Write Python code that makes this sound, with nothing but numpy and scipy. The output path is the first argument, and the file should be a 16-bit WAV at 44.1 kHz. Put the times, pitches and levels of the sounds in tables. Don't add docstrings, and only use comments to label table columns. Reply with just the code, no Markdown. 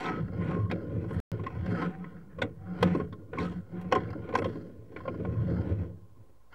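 import sys
import numpy as np
from scipy import signal
from scipy.fft import rfft, irfft, next_fast_len
from scipy.io import wavfile
from scipy.ndimage import uniform_filter1d

SR = 44100
rng = np.random.default_rng(int(sys.argv[2]) if len(sys.argv) > 2 else 0)


def invert_db(x):
    u = np.asarray(x, float) / 20
    return 10 ** u


def inscribe(sig):
    pcm = np.round(np.clip(np.atleast_2d(sig).T, -1, 1) * 32767)
    wavfile.write(sys.argv[1], SR, pcm.astype(np.int16))


N = 288414

SIZE = next_fast_len(N + 16384)
HZ = np.fft.rfftfreq(SIZE, 1 / SR)
LEAD_S = 0.002
DROPOUT = 52976, 58096
# [f/Hz, level/dB]
SHELL_BED = [(610, -35), (850, -17), (1500, -17), (2500, -26.5), (3600, -36.5), (4300, -35), (7000, -45.5),
             (10000, -59.5), (16000, -66)]


def evened(x):
    return x / np.sqrt(np.mean(np.abs(x) ** 2) + 1e-20)


def read(points):
    f, db = np.transpose(points)
    return invert_db(np.interp(np.log(HZ + 1), np.log(f), db))


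def modes(table):
    response = 0
    for k, (f, width, db) in enumerate(table):
        resonance = 1j * HZ * width / (f ** 2 - HZ ** 2 + 1j * HZ * width)
        response = response + (-1) ** k * invert_db(db) * resonance
    return response


def ring(force, body):
    return irfft(rfft(force, SIZE) * evened(body), SIZE)[:N]


def ring_one_part(force, hz, sharpness):
    b, a = signal.iirpeak(hz, sharpness, SR)
    for _ in range(3):
        force = signal.lfilter(b, a, force)
    return evened(force)


def soft_contact(corner_hz):
    return 1 / (1 + 1j * HZ / corner_hz) ** 3


def blow(t, rise, fall):
    return (1 - np.exp(-(t / rise) ** 2)) * np.exp(-t / fall) * np.exp(rise / fall)


def below_peak_db(lag, rise, fall):
    distance = np.maximum(-lag / np.maximum(rise, 0.01), lag / np.maximum(fall, 0.01))
    return 20 * distance ** 1.195


def effort(s, rise, fall, db, rest_db, early=0):
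    t = np.arange(0, N / SR + 0.01, 0.002)
    lag = t[:, None] + early - s
    pushes = invert_db(db - below_peak_db(lag, rise, fall))
    total = np.sqrt((pushes ** 2).sum(1) + invert_db(rest_db) ** 2)
    return np.interp(np.arange(N) / SR, t, total)


def slips(per_s, spread_db, lump_db, lump_s):
    size = invert_db(spread_db * np.minimum(rng.exponential(1, N), 4)) * rng.choice([-1., 1.], N)
    clicks = size * (rng.random(N) < per_s / SR)
    width = max(int(lump_s * SR), 1)
    lumps = uniform_filter1d(uniform_filter1d(rng.standard_normal(N), width), width)
    return evened(clicks * invert_db(lump_db * evened(lumps)))


def panels():
    # [f/Hz, width/Hz, level/dB]
    panel_modes = [(231, 23, -0.5), (286.5, 32.2, 0.5), (324.6, 28.4, 2), (352.3, 25.2, 0), (427.6, 20, 1),
                   (471.5, 18.2, 0.5), (540, 38, -2), (677, 24, -19)]
    return modes(panel_modes) * soft_contact(1100)


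def rubbing():
    # [f/Hz, width/Hz, level/dB]
    frame_modes = [(83.4, 21.8, -5.5), (98.4, 18.2, -1), (113.1, 11.6, -2.5)]
    drum_modes = [(146, 22.5, -8), (174.8, 19.6, 0), (198.1, 22, -7.5)]
    # [peak t/s, spread/s per 20 dB, frame level/dB, drum rel. level/dB]
    heaves = [(.0, 0.01, -41, 24.5), (.15, 0.2, -50, 15), (.23, 0.1, -36, 4), (.33, .2, -32.5, -15),
              (.41, 0.1, -43, 7), (.5, 0.2, -38.5, 7.5), (.61, 0.24, -36, -4.5),
              (.73, 0.12, -45, 9.5), (.97, 0.35, -34.5, -3.5), (1.15, 0.14, -34, 0.5),
              (1.26, 0.17, -27.5, -11.5), (1.326, 0, -28.5, 4), (1.41, 0.07, -41.5, 5.5),
              (1.62, 0.23, -33.5, -8), (1.71, 0.17, -44, 11), (1.85, 0.14, -53, 20.5),
              (2.1, 0.5, -53, 7), (2.44, 0.16, -43, 1.5), (2.6, 0.27, -44, -5),
              (2.84, 0.085, -33, -1), (2.94, 0.27, -37.5, 2.5), (3.05, 0.091, -37.5, -6),
                      (3.21, 0.092, -44.5, -5), (3.42, 0.13, -35.5, -0.5), (3.54, 0.11, -42, -3),
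                      (3.78, 0.22, -49, 3), (3.96, 0.14, -34.5, -7), (4.035, .1, -41.5, 1.5),
                      (4.13, .4, -42, -2), (4.41, .2, -40, -4), (4.49, .15, -38, -4),
                      (4.6, 0.27, -51.5, 2.5), (4.795, .04, -42, -15), (5.05, 0.29, -49, -7.5),
                      (5.27, 0.23, -36.5, -1), (5.42, 0.46, -33.5, -1), (5.545, 0.12, -33, 1),
                      (5.71, 0.18, -35, -2.5), (5.8, 0.13, -30, -8.5), (5.919, .15, -46, -7.5),
                      (6.189, 0.12, -54, -11.5)]
    # [peak t/s, rise/s per 20 dB, fall/s per 20 dB, rub level/dB,
    # scrape rel. level/dB]
    drags = [(0.059, 0.5, 0.25, -40, 4), (.2, 2.3, 0, -40.5, -17.5), (.35, -0.1, 1, -48, -11),
             (.49, 0.28, 0.24, -35, -7.5), (.72, -0.03, .5, -36, -15), (.93, 0.2, 0.96, -45, -17.5),
             (1.15, 0.46, 0.47, -43.5, -7.5), (1.319, -0.54, 0.2, -40, -11.5),
             (1.42, 0, -0.06, -43, -22), (1.53, 0.4, 0.75, -50, -3), (1.71, 0.1, 0.17, -37, -12.5),
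             (1.832, 0.28, 0.11, -36.5, -1.5), (2.06, 1.5, 0.5, -54, -4),
             (2.441, 0.1, 0.09, -39.5, -8),
             (2.771, 0.23, 0.44, -46.5, -5.5), (2.85, .15, 0.22, -39, -1.5),
                     (2.939, 0.36, 0.16, -41, -4), (3.199, 0.38, 0.19, -51.5, -18),
                     (3.408, 0.11, 0.14, -36, -6.5), (3.53, 0.25, 0.18, -49.5, -4),
                     (3.779, 0.21, 0.98, -47, -7), (3.96, 0.042, 0.28, -38, -4.5),
                     (4.31, 0.41, .3, -44.5, -6.5), (4.49, 0.28, 0.3, -45.5, -10),
                     (4.63, 0.22, 0.27, -47, -17.5), (5.0, 0.15, 0.47, -52.5, -5.5),
                     (5.15, 0.19, 0.75, -42, -17.5), (5.56, 0.82, 0.29, -39, -13.5),
                     (5.7, 0.52, 0.21, -39.5, -13), (5.82, 0.34, 0.14, -43, -14),
                     (6.2, .08, 0.24, -63, -14), (6.545, .06, .1, -58, 4)]
    # [t/s, treble lift/dB]
    grit_lift = [(0, 6), (.2, -4.5), (.42, -10), (.6, -1.5), (.9, -4), (1.15, 0.5), (1.5, -3), (1.9, -2),
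                 (2.1, -14), (2.4, -15), (2.6, -18), (2.8, -0.5), (3.3, -12), (3.42, 8.5), (3.6, -3.5),
                 (4.3, -10), (4.54, 9.5), (5.199, 1.5)]
    frame_rest_db, drum_rest_db, rub_rest_db, scrape_rest_db = -71.5, -79, -81, -80
    drum_steep, scrape_steep = 1.096, 1.38
    early_s = 0.014

    s, spread, db, drum_db = np.transpose(heaves)
    frame = effort(s, spread, spread, db, frame_rest_db, early_s)
    drum = effort(s, spread / drum_steep, spread / drum_steep, db + drum_db, drum_rest_db, early_s)
    heave = slips(900, 1.8, 1.1, 0.015)
    mount = HZ / (HZ - 45j)
    low = ring(heave * frame, modes(frame_modes) * soft_contact(400) * mount)
    low += ring(heave * drum * invert_db(-0.5), modes(drum_modes) * soft_contact(520))

    s, rise, fall, db, scrape_db = np.transpose(drags)
    rub = slips(3500, 3.55, 1.5, 0.0086)
    panel = ring(rub * effort(s, rise, fall, db, rub_rest_db), panels())
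    scrape = rub * effort(s, rise / scrape_steep, fall / scrape_steep, db + scrape_db, scrape_rest_db)
    grit_db = np.interp(np.arange(N) / SR, *np.transpose(grit_lift))
    return low + panel, scrape, scrape * invert_db(grit_db - 3.0)


def knocks():
    # [t/s, rattle peak/dB, shell note rel. level/dB, panel note rel. level/dB, panel note f/Hz]
    snaps = [
        (2.8271, -20, -1.5, 4.5, 480),
        (3.3857, -34, 4.5, 8.5, 296),
        (3.813, -47.5, -20, -5, 296),
        (3.9235, -21, 3, 4, 506),
        (3.9509, -29, -11, 3, 480),
        (4.104, -44.5, -6, -4, 320),
        (4.353, -22, 4, -5, 510),
        (4.3746, -36, 3, 7, 484),
        (4.3862, -30, -16, 8.5, 440),
    ]
    cracks = [
        (0.7134, -30.5, -12, 0.5, 252),
        (1.6609, -41, -5, 2, 277),
        (2.4191, -23.5, -27, 0.5, 530),
        (2.95, -38, 11.5, 20, 330),
        (4.4437, -32.5, 0, -3, 570),
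        (4.555, -50, 4, 18.5, 316),
        (4.919, -58, -11, 15.5, 463),
        (6.525, -50.5, -10, -9, 318),
    ]
    plain_knocks = [(.0837, -32, -19, -1, 456), (.3322, -47.5, -9, 5, 258), (0.5083, -37, -14, -2, 430),
                    (.5643, -48.5, 2, 22.5, 342), (0.6986, -39, -7, 6.5, 231), (1.042, -49, 4, 12.5, 330),
                    (1.1072, -41, 1, 9, 452), (1.3949, -46, 8, 8, 344), (1.4359, -38.5, -14, 5, 393),
                    (1.4653, -33, 3.5, -1.5, 231), (2.3862, -41.5, 3, 8.5, 519),
                    (3.1256, -43, 0.5, 5.5, 234), (3.9141, -34.5, -16, -2, 410), (4.129, -42, -2, -3, 538),
                    (4.2317, -59.5, 8, 19, 328), (4.2892, -40.5, -7, 9, 487),
                    (4.3384, -33.5, -3.5, 9.5, 484), (4.4567, -37, -1, 15, 520),
                    (5.1428, -57.5, 15, 7, 248), (6.1683, -71, 9, 17.5, 257)]
    thuds = [(0.278, -48.5, -10, 11.5, 261), (2.042, -45, 5.5, -3, 231), (2.999, -36.5, 6.5, 12.5, 430),
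             (3.331, -37, -15, 6.5, 477), (3.9575, -27.5, 9.5, 4.5, 433), (4.1528, -56.5, -6, 30, 278),
             (4.3249, -38.5, 2, -3, 231), (4.4197, -31.5, -7, 5, 540), (4.9623, -35.5, -6.5, 2, 428),
             (5.004, -46.5, 7, -3, 528), (5.0534, -45, 7, 10, 530), (5.0783, -36.5, 7, 10.5, 526),
             (5.1977, -47, -13, 19, 418), (5.249, -39, 4, 8, 550)]
    rows = []
    for kind, treble_db in (snaps, 6), (cracks, 3.5), (plain_knocks, -5), (thuds, -17):
        rows += [(*row, treble_db) for row in kind]

    span = 3000
    t = np.arange(span) / SR
    plain, hard, soft, notes = np.zeros((4, N + span))
    for s, db, note_db, panel_db, hz, treble_db in rows:
        rattle, rumble = rng.standard_normal((2, span))
        detune, shell_phase, panel_phase = rng.standard_normal(3)
        start = int((s - LEAD_S) * SR)
        here = slice(start, start + span)
        plain[here] += invert_db(db + 1.5) * rattle * blow(t, 0.004, 0.005)
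        hard[here] += invert_db(db + 1.5 + treble_db) * rattle * blow(t, 0.0028, 0.0037)
        soft[here] += invert_db(db + panel_db - 6.5) * rumble * blow(t, 0.0032, 0.019)
        shell_note = np.sin(2 * np.pi * 1061 * (1 + 0.01 * detune) * t + 9 * shell_phase)
        panel_note = np.sin(2 * np.pi * hz * t + 9 * panel_phase)
        notes[here] += invert_db(db + note_db) * shell_note * blow(t, 0.004, 0.0096)
        notes[here] += invert_db(db + panel_db + 3.5) * panel_note * blow(t, 0.0041, 0.0047)
    return ring(soft[:N], panels()) + notes[:N], plain[:N], hard[:N]


def bed():
    t60 = 0.025
    t = np.arange(4000) / SR
    tail = rng.standard_normal(4000) * invert_db(-60 * t / t60)
    return invert_db(3.0) * read(SHELL_BED) * rfft(tail / np.linalg.norm(tail), SIZE)


def shell_seen_from(count):
    # [f/Hz, width/Hz, level/dB]
    shell_modes = [(736, 36, -5.5), (1053.7, 24.7, -0.5), (1280, 26, -9.5), (1435, 48, -6),
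                   (1563, 170, -17), (1780, 18, -15.5), (1960, 56, -19.5), (2188, 40, -15), (2650, 88, -24),
                   (2795, 43, -19.5), (3164, 110, -22.5), (3520, 180, -27), (4130, 150, -39.5),
                   (4930, 180, -31.5), (5640, 150, -41), (7700, 260, -42)]
    vary_db, shift = 2.5, 0.015
    bodies = []
    for _ in range(count):
        spot = []
        for k, (f, width, db) in enumerate(shell_modes):
            detune, favour = rng.standard_normal(2)
            if k == 1:
                detune = 0
            spot.append((f * (1 + shift * detune), width, db + vary_db * favour))
        bodies.append(modes(spot) + bed())
    return bodies


def shell(plain, hard):
    edge_hz, drift_per_s = 3700, 2.1
    bodies = shell_seen_from(count=5)
    high = 1 / (1 + (edge_hz / np.maximum(HZ, 1)) ** 3)
    turn = np.pi * drift_per_s * np.arange(N) / SR
    spots = np.arange(len(bodies))[:, None] * np.pi / len(bodies)
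    near = np.cos(turn + spots) ** 8
    total = 0
    for share, body in zip(near / near.sum(0), bodies):
        force = rfft(plain * share, SIZE) * (1 - high) + rfft(hard * share, SIZE) * high
        total = total + force * evened(body)
    grit_heard_dry = invert_db(-11.0) * ring(hard, read(SHELL_BED))
    return irfft(total, SIZE)[:N] + grit_heard_dry


def scrubbing():
    # [peak t/s, rise/s per 20 dB, fall/s per 20 dB, level/dB, centre f/Hz]
    scrubs = [(.08, 0, 0.13, -41.5, 1350), (.2, 0.8, 0, -51.5, 1390), (.44, .08, 0, -46.5, 1900),
              (.52, 0.1, .12, -46, 1340), (.98, 0.4, -0.5, -63.5, 1480), (1.13, -0.2, 0.3, -54, 1500),
              (1.67, -0.06, 0.06, -51, 2050), (1.75, 0, 0.13, -44, 1510), (1.83, .1, 0.05, -43.5, 1600),
              (1.95, .1, 0, -53.5, 1550), (2.17, 0, .08, -57.5, 1450), (2.3, -0.3, 0.4, -62, 1480),
              (2.68, .1, 0.7, -54.5, 1300), (2.92, 0.16, .06, -50, 1880), (3.02, 0.1, 0, -49, 1600),
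              (3.34, -0.03, .08, -49, 1500), (3.45, 0, 0.03, -47.5, 1350), (3.77, -0.04, .06, -55, 1400),
              (3.85, 0, -0.3, -51, 1490), (4.05, .04, 0, -52, 1600), (4.3, -0.23, 0, -48.5, 1400),
              (5.36, 0.5, .15, -59, 1420), (5.57, -0.1, -0.03, -50.5, 1500), (5.66, 0, 0.18, -56.5, 1470),
              (5.86, 0.5, -0.1, -63, 1290), (.45, .07, .2, -73, 8500), (1.14, .1, .1, -71, 9000),
              (1.76, .15, .25, -73, 8500), (3.41, .03, .2, -66, 7500), (3.45, .08, .12, -56, 2900),
              (2.96, .1, .1, -70, 8500), (4.37, .04, .15, -66, 9000), (5.6, .3, .35, -52, 800)]
    grit = slips(2500, 3.2, 2.5, 0.0059)
    out, t = np.zeros(N), np.arange(N) / SR
    for s, rise, fall, db, hz in scrubs:
        here = slice(max(int((s - 0.4) * SR), 0), int((s + 0.4) * SR))
        tone = ring_one_part(grit[here], hz, sharpness=1.7)
        out[here] += tone * invert_db(db - 4.0 - below_peak_db(t[here] - s, rise, fall))
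    return out


def rasps():
    # [t/s, peak level/dB, f/Hz]
    catches = [(.035, -41.5, 1990), (0.072, -32.5, 2200), (.4219, -40.5, 1960), (.7128, -28, 2290),
               (1.4636, -32, 1960), (2.417, -25.5, 2080), (2.826, -34, 2190), (3.3842, -30.5, 2190),
               (4.3514, -27, 2150), (4.962, -38, 2220), (4.986, -47.5, 2180), (5.08, -37.5, 2285),
               (.0558, -36, 3500), (0.7115, -41, 3800), (2.4173, -28.5, 3440), (3.1274, -52, 3400),
               (3.4, -42, 3700), (3.4297, -42, 4250), (4.4444, -38.5, 3330), (5.0789, -43, 2880),
               (6.527, -58, 2970), (2.421, -48, 7540), (3.925, -28, 2900), (3.951, -54, 7600),
               (3.925, -32.5, 2180), (3.957, -37, 2200), (2.419, -29, 1480), (0.8, -40, 1470),
               (4.963, -42, 1470), (.281, -52, 1900), (2.93, -44, 2050), (4.09, -48, 2150),
               (4.128, -48, 1700), (4.649, -56, 1080), (3.22, -56, 1050), (2.042, -41, 1960),
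               (5.25, -49, 2180), (3.8125, -60, 10500), (1.133, -61, 8800), (2.8265, -48, 10800),
               (2.826, -34, 3500), (4.34, -33, 570), (4.556, -44, 480), (3.0, -35, 720)]
    span, fall_s = 6000, 0.0086
    out, t = np.zeros(N + span), np.arange(span) / SR
    for s, db, hz in catches:
        sharpness = 5.0 if hz < 8000 else 0.9
        tone = ring_one_part(rng.standard_normal(span), hz, sharpness)
        start = int((s - LEAD_S) * SR)
        out[start:start + span] += invert_db(db - 6.0) * tone * blow(t, 0.3 * fall_s, fall_s)
    return out[:N]


def singing():
    # [start t/s, length/s, f/Hz, level/dB, swell/dB]
    sings = [(1.67, 0.13, 175, -33.5, -3.5), (1.81, .12, 178, -38, -2), (1.95, 0.32, 177, -45, -16),
             (2.64, 0.192, 178, -39, 9), (2.83, 0.12, 180, -29, 0), (3.55, 0.0655, 176.5, -38.5, 2),
             (3.71, 0.207, 179, -38, 5), (1.9, 0.14, 765, -57.5, -11), (2.57, .25, 755, -61.5, 6),
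             (3.71, 0.2, 750, -59, 3.5), (.49, 0.22, 1075, -48, -12), (.382, 0.055, 175.6, -30, 1),
             (.03, .19, 1290, -44.5, -12), (1.75, 0.132, 1288, -47, .6), (.212, 0.044, 125, -35, 0),
             (.58, .09, 107, -32.5, -4), (.93, .08, 112, -33.5, 0), (1.2, 0.097, 111.5, -33, -3.5),
             (3.42, 0.12, 178, -36, 2), (3.728, .075, 346, -45, .6), (3.412, .085, 1284, -49, .6),
             (3.371, .036, 1066, -44, 3.5), (3.92, 0.081, 745, -41.5, -6), (5.24, 0.22, 114, -34.5, 2.5),
             (5.44, 0.195, 112, -32, 6), (5.7, .14, 99.7, -30.5, -3), (5.27, 0.19, 1060, -57, 0),
             (4.148, 0.052, 240, -41, -8), (2.8, .07, 130, -34.5, -5), (2.0, 0.1, 1290, -63, -4)]
    waver = 0.012
    out = np.zeros(N)
    for s, length, hz, db, swell_db in sings:
        t = np.arange(0, length, 1 / SR)
        width = int(5 * SR / hz)
        grip = uniform_filter1d(rng.standard_normal((2, 20000)), size=width)
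        grip = evened(uniform_filter1d(grip, size=width))
        pitch_grip, level_grip = grip[:, :len(t)]
        turns = np.cumsum(hz * (1 + waver * pitch_grip)) / SR
        flutter_db = (-2 - 0.9 * hz / 1000) * level_grip
        swell = swell_db * (t / length - 0.5)
        size = np.sqrt(2) * invert_db(db + swell + flutter_db) * signal.windows.tukey(len(t), 0.4)
        out[int(s * SR):][:len(t)] += size * np.sin(2 * np.pi * turns)
    return out


def edge_pushes():
    n, width_s = np.arange(N), 0.0018
    out = np.zeros(N)
    for at, db in zip(DROPOUT, (-26, -27)):
        out += invert_db(db) * np.exp(-((n - at) / (width_s * SR)) ** 2)
    return out


def idle_air():
    # [f/Hz, width/Hz, level/dB]
    air_modes = [(530, 17, -1.5), (810, 290, -14.5), (1055, 27, -2.5)]
    return invert_db(-72.5) * ring(rng.standard_normal(N), modes(air_modes))


def electronics():
    # [f/Hz, level/dB per Hz]
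    hiss = [(12, -29), (20, -2), (49, -25.5), (121, -20.5), (297, -37.5), (521, -22.5), (913, -44),
            (1050, -30.5), (1740, -41.5), (15200, -46.5), (16500, -58.5)]
    # [f/Hz, level/dB rms]
    tones = [
        (59.5, -66.5),
        (15626, -94.5),
    ]
    t = np.arange(N) / SR
    out = invert_db(-69.5) * ring(rng.standard_normal(N), read(hiss))
    for hz, db in tones:
        out += np.sqrt(2) * invert_db(db) * np.sin(2 * np.pi * hz * t)
    return out


def scene():
    rub_body, rub_plain, rub_hard = rubbing()
    knock_body, knock_plain, knock_hard = knocks()
    cable = rub_body + knock_body + shell(rub_plain + knock_plain, rub_hard + knock_hard)
    details = scrubbing() + rasps() + singing() + edge_pushes()
    return (cable + details + idle_air() + electronics())[None]


def low_pass(x):
    return signal.sosfilt(signal.butter(12, 16810, fs=SR, output="sos"), x)


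def record(dry):
    n = np.arange(N)
    kept = (n < DROPOUT[0]) | (n >= DROPOUT[1])
    limited = irfft(rfft(dry, SIZE) * (HZ < 15850), SIZE)[:, :N]
    offset = 0.0022
    return low_pass((limited + offset) * kept)


dry = scene()
out = record(dry)
inscribe(out)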